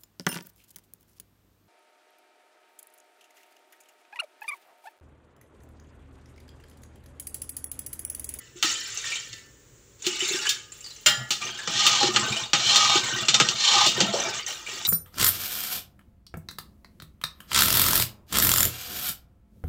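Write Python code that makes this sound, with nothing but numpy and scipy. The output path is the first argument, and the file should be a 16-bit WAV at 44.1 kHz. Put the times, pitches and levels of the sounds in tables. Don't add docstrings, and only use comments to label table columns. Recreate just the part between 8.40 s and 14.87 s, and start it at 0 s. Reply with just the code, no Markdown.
import sys
import numpy as np
from scipy import signal
from scipy.io import wavfile
from scipy.ndimage import uniform_filter1d, map_coordinates

SR = 44100
rng = np.random.default_rng(int(sys.argv[2]) if len(sys.argv) > 2 else 0)


def digitize_waveform(pressure):
    field = np.atleast_2d(pressure).T
    bounded = np.clip(field, -1, 1)
    quanta = np.round(bounded * 32767).astype(np.int16)
    wavfile.write(sys.argv[1], SR, quanta)


N = 285327
TIME = np.arange(N) / SR
EMPTIED_S = 1.3


def amp(db):
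    return 10 ** (np.asarray(db) / 20)


def evened(x):
    return x / np.sqrt(np.mean(x ** 2) + 1e-20)


def read(points, hz):
    f, value = np.transpose(points)
    return np.interp(np.log(hz + 1), np.log(f + 1), value)


def add(mix, start_s, sound):
    part = mix[max(round(start_s * SR), 0):][:len(sound)]
    part += sound[:len(part)]


def seconds(length):
    return np.arange(int(length * SR)) / SR


def through(x, response):
    return signal.fftconvolve(x, response)[:len(x)]


def colour(x, spectrum):
    hz = abs(np.fft.fftfreq(4096, 1 / SR))
    log_gain = np.log(amp(read(spectrum, hz)))
    response = np.fft.ifft(np.exp(np.conj(signal.hilbert(log_gain)))).real
    return through(x, response[:2048])


def crest(x):
    return x / np.sqrt(uniform_filter1d(x ** 2, size=220).max() + 1e-20)


def steady(x, span):
    window = signal.windows.hann(int(span * SR))
    power = signal.fftconvolve(x ** 2, window, "same") / (span * SR / 2)
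    return x / np.sqrt(abs(power) + .02 * np.mean(x ** 2))


def wander(per_s):
    knots = rng.standard_normal(int(N / SR * 400))
    return map_coordinates(knots, [TIME * per_s], order=2, mode="mirror")


def ringing(modes):
    t = seconds(1)
    out = 0
    for hz, db, t60 in modes:
        decay = amp(db - 60 * t / min(t60, 1))
        out = out + decay * np.sin(2 * np.pi * (hz * t + rng.random()))
    return out / np.linalg.norm(out)


def patter(per_s, spread_db):
    out = np.zeros(N)
    at = np.flatnonzero(rng.random(N) < per_s / SR)
    draw = rng.uniform(-1, 1, N)[at]
    out[at] = np.sign(draw) * amp(spread_db * np.minimum(-np.log(abs(draw)), 4))
    return out


def bubble(hz, cycles, rise):
    life = cycles / hz
    t = seconds(5 * life)
    tone = np.sin(2 * np.pi * hz * (t + rise * t * t / (2 * life)))
    return tone * np.exp(-t / life) * (1 - np.exp(-2 * t * hz))


def bubbles(low_hz, high_hz, per_s, spread_db, cycles, rise, count=36):
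    pitches = np.geomspace(low_hz, high_hz, count) * rng.uniform(.97, 1.03, count)
    shares = np.sqrt(pitches) / np.sqrt(pitches).sum()
    out = np.zeros(N)
    for hz, share in zip(pitches, shares):
        shape = hz / np.sqrt(share) * bubble(hz, cycles * rng.uniform(.5, 1.5), rise)
        out += signal.oaconvolve(patter(per_s * share, spread_db), shape)[:N]
    return evened(out)


def gesture(start, length, rise_s, fall_db_per_s, depth_db=18, sag_db_per_s=0):
    t = TIME - start
    swell = depth_db * np.maximum(1 - t / rise_s, 0)
    sag = sag_db_per_s * np.maximum(t - rise_s, 0)
    fall = fall_db_per_s * np.maximum(t - length, 0)
    return np.clip(t / .004, 0, 1) * amp(-swell - sag - fall)


def gestures(rows, rise_s, fall_db_per_s, **shape):
    gains = []
    for start, length, *dbs in rows:
        gains.append(np.outer(amp(dbs), gesture(start, length, rise_s, fall_db_per_s, **shape)))
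    return np.linalg.norm(gains, axis=0)


# frequency_hz, t60_s
ROOM_DECAY = [(100, 1), (400, 0.23), (1500, 0.48), (4000, 0.34), (8000, 0.44), (15000, 0.052)]


def kitchen(early_t60, early_db, late_db):
    t = seconds(.6)
    early, late = rng.standard_normal((2, len(t))) * (rng.random((2, len(t))) < .15)
    early *= amp(-60 * t / early_t60) * (t > .001)
    hz, at, bands = signal.stft(late * (t > .008), SR, nperseg=256)
    fading = bands * amp(-60 * at / read(ROOM_DECAY, hz)[:, None])
    late = signal.istft(fading, SR, nperseg=256)[1][:len(t)]
    out = amp(early_db) * early / np.linalg.norm(early) + amp(late_db) * late / np.linalg.norm(late)
    out[0] += 1
    return out / np.linalg.norm(out)


def roaming(x, rooms):
    weights = amp(10 * np.array([wander(per_s=9) for _ in rooms]))
    weights /= np.linalg.norm(weights, axis=0)
    return sum(w * through(x, room) for w, room in zip(weights, rooms))


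# frequency_hz, relative_density_db
AIR_COLOUR = [(20, -30), (50, 2.5), (75, -5), (120, 2.5), (180, -12), (400, -6.5), (520, -9), (700, -23),
              (1300, -18.5), (5000, -23.5), (7200, -12), (9000, -29.5), (13000, -45), (15200, -20.5)]


def kitchen_air():
    return amp(-55) * evened(colour(rng.standard_normal(N), AIR_COLOUR))


# start_s, level_db, pitch_hz
BOWL_BUMPS = [(0.491, -57, 114), (0.894, -51, 111), (1.32, -51, 117), (2.771, -36, 126.5)]


def bumping():
    out = np.zeros(N)
    t = seconds(.4)
    for start_s, level_db, pitch_hz in BOWL_BUMPS:
        note = np.sin(2 * np.pi * pitch_hz * t) * t * np.exp(-t / 0.017)
        add(out, start_s, amp(level_db) * crest(note))
    return out


# frequency_hz, relative_density_db
SPRAY_COLOUR = [(6000, -29.5), (8700, -5), (10500, -3.5), (13500, -13), (15000, 0.5), (16000, 2)]


def mist(room):
    droplets = patter(per_s=300, spread_db=7.5)
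    return steady(through(colour(droplets, SPRAY_COLOUR), room), span=0.11)


# start_s, level_db (before the layer trim), starting pitch_hz
WATER_DROPS = [(0.5724, -12, 6100), (0.6406, -17.5, 1810), (0.718, -15, 2310), (0.7553, -16.5, 3110),
               (1.6213, -20.5, 6740), (1.804, -9.5, 2930), (1.8853, -14.5, 4120), (2.0528, -13, 1656),
               (2.0678, -8.5, 2990), (2.319, -24, 7160), (2.4058, -27, 7180), (2.442, -24, 4730),
               (2.4616, -24, 4430), (2.5048, -26.5, 4050), (2.5613, -28.5, 6040), (3.0188, -16, 2400),
               (3.188, -19.5, 1670), (3.923, -11.5, 2400), (3.9655, -11.5, 2920), (4.0345, -15.5, 3660),
               (5.739, -14.5, 5400), (5.7991, -10.5, 5920), (5.9875, -18, 2900), (6.063, -13.5, 6130),
               (6.263, -20, 2330), (6.4502, -7.5, 3870)]
# frequency_hz, relative_density_db
SPLASH_COLOUR = [(150, -23), (450, -9), (700, -14.5), (1000, -13), (1350, -7), (2200, -5), (3100, -2),
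                 (4500, -5.5), (6300, -5.5), (7300, 0), (8300, -9), (10000, -22.5), (14000, -40)]


def dripping(room):
    out = np.zeros(N)
    t = seconds(.4)
    for start_s, level_db, pitch_hz in WATER_DROPS:
        impact = rng.standard_normal(len(t)) * np.exp(-t / 0.0035)
        drop = crest(colour(impact, SPLASH_COLOUR)) + amp(-17) * crest(colour(impact, SPRAY_COLOUR))
        add(drop, .001, amp(7.0) * crest(bubble(pitch_hz, cycles=13.0, rise=0.019)))
        for delay, ratio in rng.uniform([.003, .75], [.025, 1.25], (3, 2)):
            add(drop, delay, amp(-8.5) * crest(bubble(pitch_hz * ratio, cycles=3.1, rise=0.04)))
        add(out, start_s, amp(level_db) * crest(through(drop, room)))
    return amp(-14) * out


# start_s, level_db (before trim), nominal pitch_hz
AIR_GULPS = [(0.152, -40.5, 343), (0.239, -28, 315), (1.664, -22.5, 354), (1.82, -27, 374),
             (1.905, -27, 390), (1.939, -25.5, 367), (3.634, -20.5, 370), (3.682, -21.5, 356),
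             (4.55, -22, 376), (5.356, -31.5, 365), (5.462, -27, 598), (5.573, -26, 390),
             (5.624, -19.5, 201), (5.737, -19, 555), (5.872, -28, 385)]


def gulping(room):
    out = np.zeros(N)
    for start_s, level_db, pitch_hz in AIR_GULPS:
        plop = bubble(pitch_hz * 0.967, cycles=3.45, rise=0.047)
        add(out, start_s, amp(level_db - 4.0) * crest(signal.fftconvolve(plop, room)))
    return out


# start_s, length_s, splash_db, spray_db
WATER_POURS = [(0.0, 0.07, -55.5, -71), (.15, 0.11, -47, -67), (.235, 0.078, -26, -46),
               (.35, .28, -37, -51), (.635, 0.13, -32.5, -53), (.82, 0.16, -47.5, -58),
               (1.58, .05, -53.5, -72), (1.63, .17, -32, -51), (1.8, 0.17, -28, -41.5),
               (2.0, 0.1, -32.5, -53), (2.32, 0.72, -51.5, -56), (6.06, .07, -39.5, -44),
               (6.26, 0.24, -40, -49)]
# frequency_hz, level_db, t60_s (the ring is held to 1 s at most)
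FULL_BOWL_MODES = [(1340, 6, .12), (1775, -4, 1.5), (1980, 3, .45), (2990, 0, .6)]
# frequency_hz, level_db, t60_s (the ring is held to 1 s at most)
POT_RIM_MODES = [(860, 2, .2), (1231, -4, 2.2), (1680, 4, .22)]


def pouring(rooms):
    splash, spray = gestures(WATER_POURS, rise_s=0.019, fall_db_per_s=131)
    ticks = evened(patter(per_s=700, spread_db=0.0))
    fizz = bubbles(1200, 7500, per_s=1200, spread_db=3.4, cycles=13, rise=.025)
    stream = colour(fizz + amp(-2) * ticks, SPLASH_COLOUR)
    water = splash * steady(roaming(stream, rooms), span=.07)
    drumming = splash * rng.standard_normal(N)
    over_pot = TIME > EMPTIED_S
    bowl = amp(-15.0) * through(drumming * ~over_pot, ringing(FULL_BOWL_MODES))
    rim = amp(-18.5) * through(drumming * over_pot, ringing(POT_RIM_MODES))
    deep = bubbles(311.5, 423, per_s=90, spread_db=3, cycles=8, rise=.03, count=8)
    plunge = amp(-22) * splash * over_pot * steady(deep, span=.1)
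    return water + spray * mist(rooms[0]) + bowl + rim + plunge


def bowl_ring(modes, room):
    twins = [(hz + rng.uniform(.004, .02) * hz, db, t60) for hz, db, t60 in modes]
    minor = [(hz * rng.uniform(.88, 1.12), db, t60 * .6) for hz, db, t60 in modes * 2]
    ring = ringing(modes) + amp(-4) * ringing(twins) + amp(-3.5) * ringing(minor)
    ring = ring * (1 - np.exp(-seconds(1) / .003))
    return crest(ring + amp(1.5) * through(ring, room))


# start_s, level_db (before trim)
BOWL_CLANGS = [(0.0, -52), (.927, -49), (2.66, -13), (2.907, -49)]
# frequency_hz, level_db, t60_s
EMPTY_BOWL_MODES = [(605, -5.5, 0.6), (1075, -21, 0.32), (1236, -15, 0.95), (1397, -4.5, 0.58),
                    (1717, -6, 0.76), (1910, -4, 0.63), (2104, 0.5, 0.34), (2780, -8, 0.4),
                    (3150, 11.5, 0.31), (3040, 4, 0.37), (3190, -16, 0.44), (3250, -1, 0.33),
                    (3530, -32, 0.25), (3838, -5, 0.44), (4180, -22, 0.4), (4110, -1, 0.27),
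                    (4600, -38, 0.19), (4930, 4, 0.21), (5280, -7, 0.36), (5220, -2, 0.23),
                    (5290, 3.5, 0.19), (5700, -4, 0.29), (6670, -9.5, 0.099), (6600, -13, 0.2),
                    (7040, -18, 0.21), (7600, -3, 0.2), (7100, 11.5, 0.14), (7570, -2, 0.16)]


def clanging(room):
    out = np.zeros(N)
    full = bowl_ring(FULL_BOWL_MODES, room)
    empty = bowl_ring(EMPTY_BOWL_MODES, room)
    for start_s, level_db in BOWL_CLANGS:
        add(out, start_s, amp(level_db + 1.5) * (full if start_s < EMPTIED_S else empty))
    return out


# start_s, length_s, wash_db, boom_db, gurgle_db
LADLE_SWEEPS = [(2.67, 0.16, -62, -41, -48), (3.0, 0.093, -32.5, -44.5, -44.5),
                (3.13, 0.15, -38.5, -60, -55), (3.28, 0.56, -32, -41, -43.5),
                (3.73, 0.18, -29, -31.5, -36.5), (3.91, 0.11, -31.5, -43, -40),
                (4.14, 0.46, -28.5, -40, -41.5), (4.62, .21, -28, -37, -39.5), (4.92, 0.2, -29, -35.5, -40),
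                (5.3, 0.29, -30.5, -41, -43), (5.56, 0.14, -30.5, -34, -33),
                (5.72, 0.17, -29.5, -48.5, -33), (5.92, .07, -32, -58, -58),
                (6.06, 0.049, -32.5, -69, -45.5), (6.14, 0.23, -45, -72, -56),
                (6.26, 0.15, -38.5, -54, -48)]


def sweeping():
    return gestures(LADLE_SWEEPS, rise_s=0.016, fall_db_per_s=170)


# frequency_hz, level_db, t60_s
HOLLOW_MODES = [(123.4, 0.5, 0.22), (213, -6, 0.44), (245, -17.5, 0.29)]


def churning(boom, gurgle, room):
    hollow = steady(through(patter(per_s=130, spread_db=9.5), ringing(HOLLOW_MODES)), span=0.16)
    large = bubbles(279.6, 881, per_s=260, spread_db=5, cycles=4.3, rise=0.039)
    glugs = steady(through(large, room), span=0.1)
    return amp(-4.0) * boom * hollow + amp(-2.5) * gurgle * glugs


# frequency_hz, relative_density_db
SLOSH_COLOUR = [(400, -7.5), (900, -10), (1250, 0.5), (2100, -4), (3100, 2.5), (4200, -1), (6000, -3.5),
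                (7300, -5), (8300, -12.5), (10000, -34), (14000, -37)]


def stirring(wash, rooms, pot):
    ticks = evened(patter(per_s=600, spread_db=5))
    fizz = bubbles(900, 7500, per_s=800, spread_db=4.2, cycles=13, rise=.03)
    lapping = fizz + amp(1.3) * ticks + amp(-13.5) * through(ticks, pot)
    slosh = steady(roaming(colour(lapping, SLOSH_COLOUR), rooms), span=0.043)
    return wash * (slosh + amp(-20.5) * mist(rooms[0]))


# start_s, level_db (before trims), thud_db, body_db, edge_db (these three relative to it), t60_s
LADLE_KNOCKS = [(0.2267, -11, -39, -6, -13.5, 0.17), (0.9296, -30, -24, -31, -39, 0.056),
                (1.666, -15, -35, -15, -9, 0.09), (2.0917, -12.5, -49, -34, -9, 0.15),
                (2.6611, -11.5, -25.5, -2.5, -5.5, 0.22), (2.906, -14.5, -26, -10, -12, 0.22),
                (3.2749, -19, -16, 0.5, -47, 0.084), (3.4653, -7, -31, -10, -11.5, 0.12),
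                (3.63, -15.5, -11, -0.5, -39, 0.12), (3.7614, -8.5, -27, -2.5, -41, 0.083),
                (4.1327, -8, -23, -4, -45, 0.14), (4.3582, -7.5, -31.5, -11, -14.5, 0.1),
                (4.5562, -12, -19.5, -22, -38, 0.11), (4.8839, -9, -25, -7.5, -38, 0.13),
                (4.9425, -6.5, -29, -10.5, -37, 0.1), (5.0, -7.5, -18.5, 0.5, -42, 0.11),
                (5.0872, -10, -29, -15, -42, 0.077), (5.4619, -12, -19.5, -27, -14, 0.24),
                (5.6041, -9.5, -15, -8, -43, 0.14)]
# frequency_hz, relative_density_db
THUD_COLOUR = [(60, -60), (130, 14.5), (380, 14), (600, 10), (1000, -42), (2000, -54)]
BODY_COLOUR = [(300, -27), (750, -1.5), (1300, 7), (2000, 7.5), (3000, -5), (6000, -59.5)]
RING_COLOUR = [(1000, -46.5), (2300, 1.5), (3200, 9), (4200, 6.5), (6000, 5.5), (7400, 5), (8500, -13.5),
               (12000, -34)]


def knocking(room, pot):
    out = np.zeros(N)
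    t = seconds(.5)
    for start_s, level_db, thud_db, body_db, edge_db, t60_s in LADLE_KNOCKS:
        rebound = t - rng.uniform(0.0067, 0.0084)
        force = amp(-60 * t / t60_s) + 0.22 * (rebound > 0) * amp(-60 * abs(rebound) / 0.014)
        shell = (force + amp(-4.5) * np.exp(-t / 0.0019)) * rng.standard_normal(len(t))
        shell = shell + amp(-8) * through(shell, pot)
        shell = shell + amp(-4.5) * through(shell, room)
        parts = [(THUD_COLOUR, thud_db + 5.5), (BODY_COLOUR, body_db - 5.0),
                 (RING_COLOUR, -.3), (SPRAY_COLOUR, edge_db)]
        for spectrum, part_db in parts:
            add(out, start_s, amp(level_db + part_db) * crest(colour(shell, spectrum)))
    return amp(-4.5) * out


# start_s, length_s, grit_db, groan_db (before trims)
LADLE_SCRAPES = [(3.29, 0.39, -19, -32), (4.18, 0.4, -17, -29.5), (5.15, 0.312, -16, -28)]
# frequency_hz, level_db, t60_s
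POT_MODES = [(816, 1, 0.12), (1249, 5.5, 0.1), (1271.3, 5, 0.13), (2256, -3, 0.035), (2890, -14, 0.12),
             (3042, 0, 0.067), (3190, -6, 0.096), (3460, -27, 0.15), (3673, -2.5, 0.1), (4097, 0.5, 0.022),
             (4170, 2, 0.049), (4930, -8.5, 0.116), (4950, -17, 0.13), (5700, -27.5, 0.113),
             (6800, -20, 0.055)]
# frequency_hz, relative_density_db
GRIT_COLOUR = [(1000, -38.5), (1550, -4.5), (2300, -2.5), (3300, 5.5), (4300, 0.5), (6000, -1.5),
               (7300, -3), (8300, -18), (10000, -27), (13000, -44), (15000, -37)]
GROAN_COLOUR = [(150, -47), (400, -20.5), (800, -12.5), (1000, -10.5), (1250, -8.5), (1600, -11.5),
                (2300, -44)]


def scraping(rooms):
    bite_s, bear_down_s = 0.11, 0.18
    stroke = dict(fall_db_per_s=400, sag_db_per_s=9.5)
    grit = gestures(LADLE_SCRAPES, bite_s, depth_db=15, **stroke)[0]
    groan = gestures(LADLE_SCRAPES, bear_down_s, depth_db=24, **stroke)[1]
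    slips = evened(patter(per_s=1700, spread_db=3) * amp(2.8 * wander(per_s=130)))
    wall = np.zeros(N)
    for hz, db, t60 in POT_MODES:
        swell_db = 4 * wander(per_s=14)
        wall += amp(db + swell_db) * through(slips, ringing([(hz, db, t60)]))
    metal = roaming(amp(6.5) * slips + evened(wall), rooms)
    gritty = steady(colour(metal, GRIT_COLOUR), span=0.07)
    groaning = steady(colour(metal, GROAN_COLOUR), span=0.49)
    return amp(-2.0) * grit * gritty + amp(3.5) * groan * groaning


def scene():
    rooms = [kitchen(early_t60=0.067, early_db=7.5, late_db=-2.0) for _ in range(4)]
    room, pot = rooms[0], ringing(POT_MODES)
    wash, boom, gurgle = sweeping()
    water = dripping(room) + gulping(room) + pouring(rooms)
    water += churning(boom, gurgle, room) + stirring(wash, rooms, pot)
    metal = bumping() + clanging(room) + knocking(room, pot) + scraping(rooms)
    low_cut = signal.butter(3, 95, "high", fs=SR, output="sos")
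    return (kitchen_air() + signal.sosfilt(low_cut, water + metal))[None]


def record(dry):
    ceiling, edge_hz = .8, 15650
    held = dry / (1 + (dry / ceiling) ** 4) ** .25
    band_limit = signal.firwin(511, edge_hz, window=("kaiser", 9), fs=SR)
    return signal.oaconvolve(held, band_limit[None], "same")


dry = scene()
out = record(dry)
digitize_waveform(out)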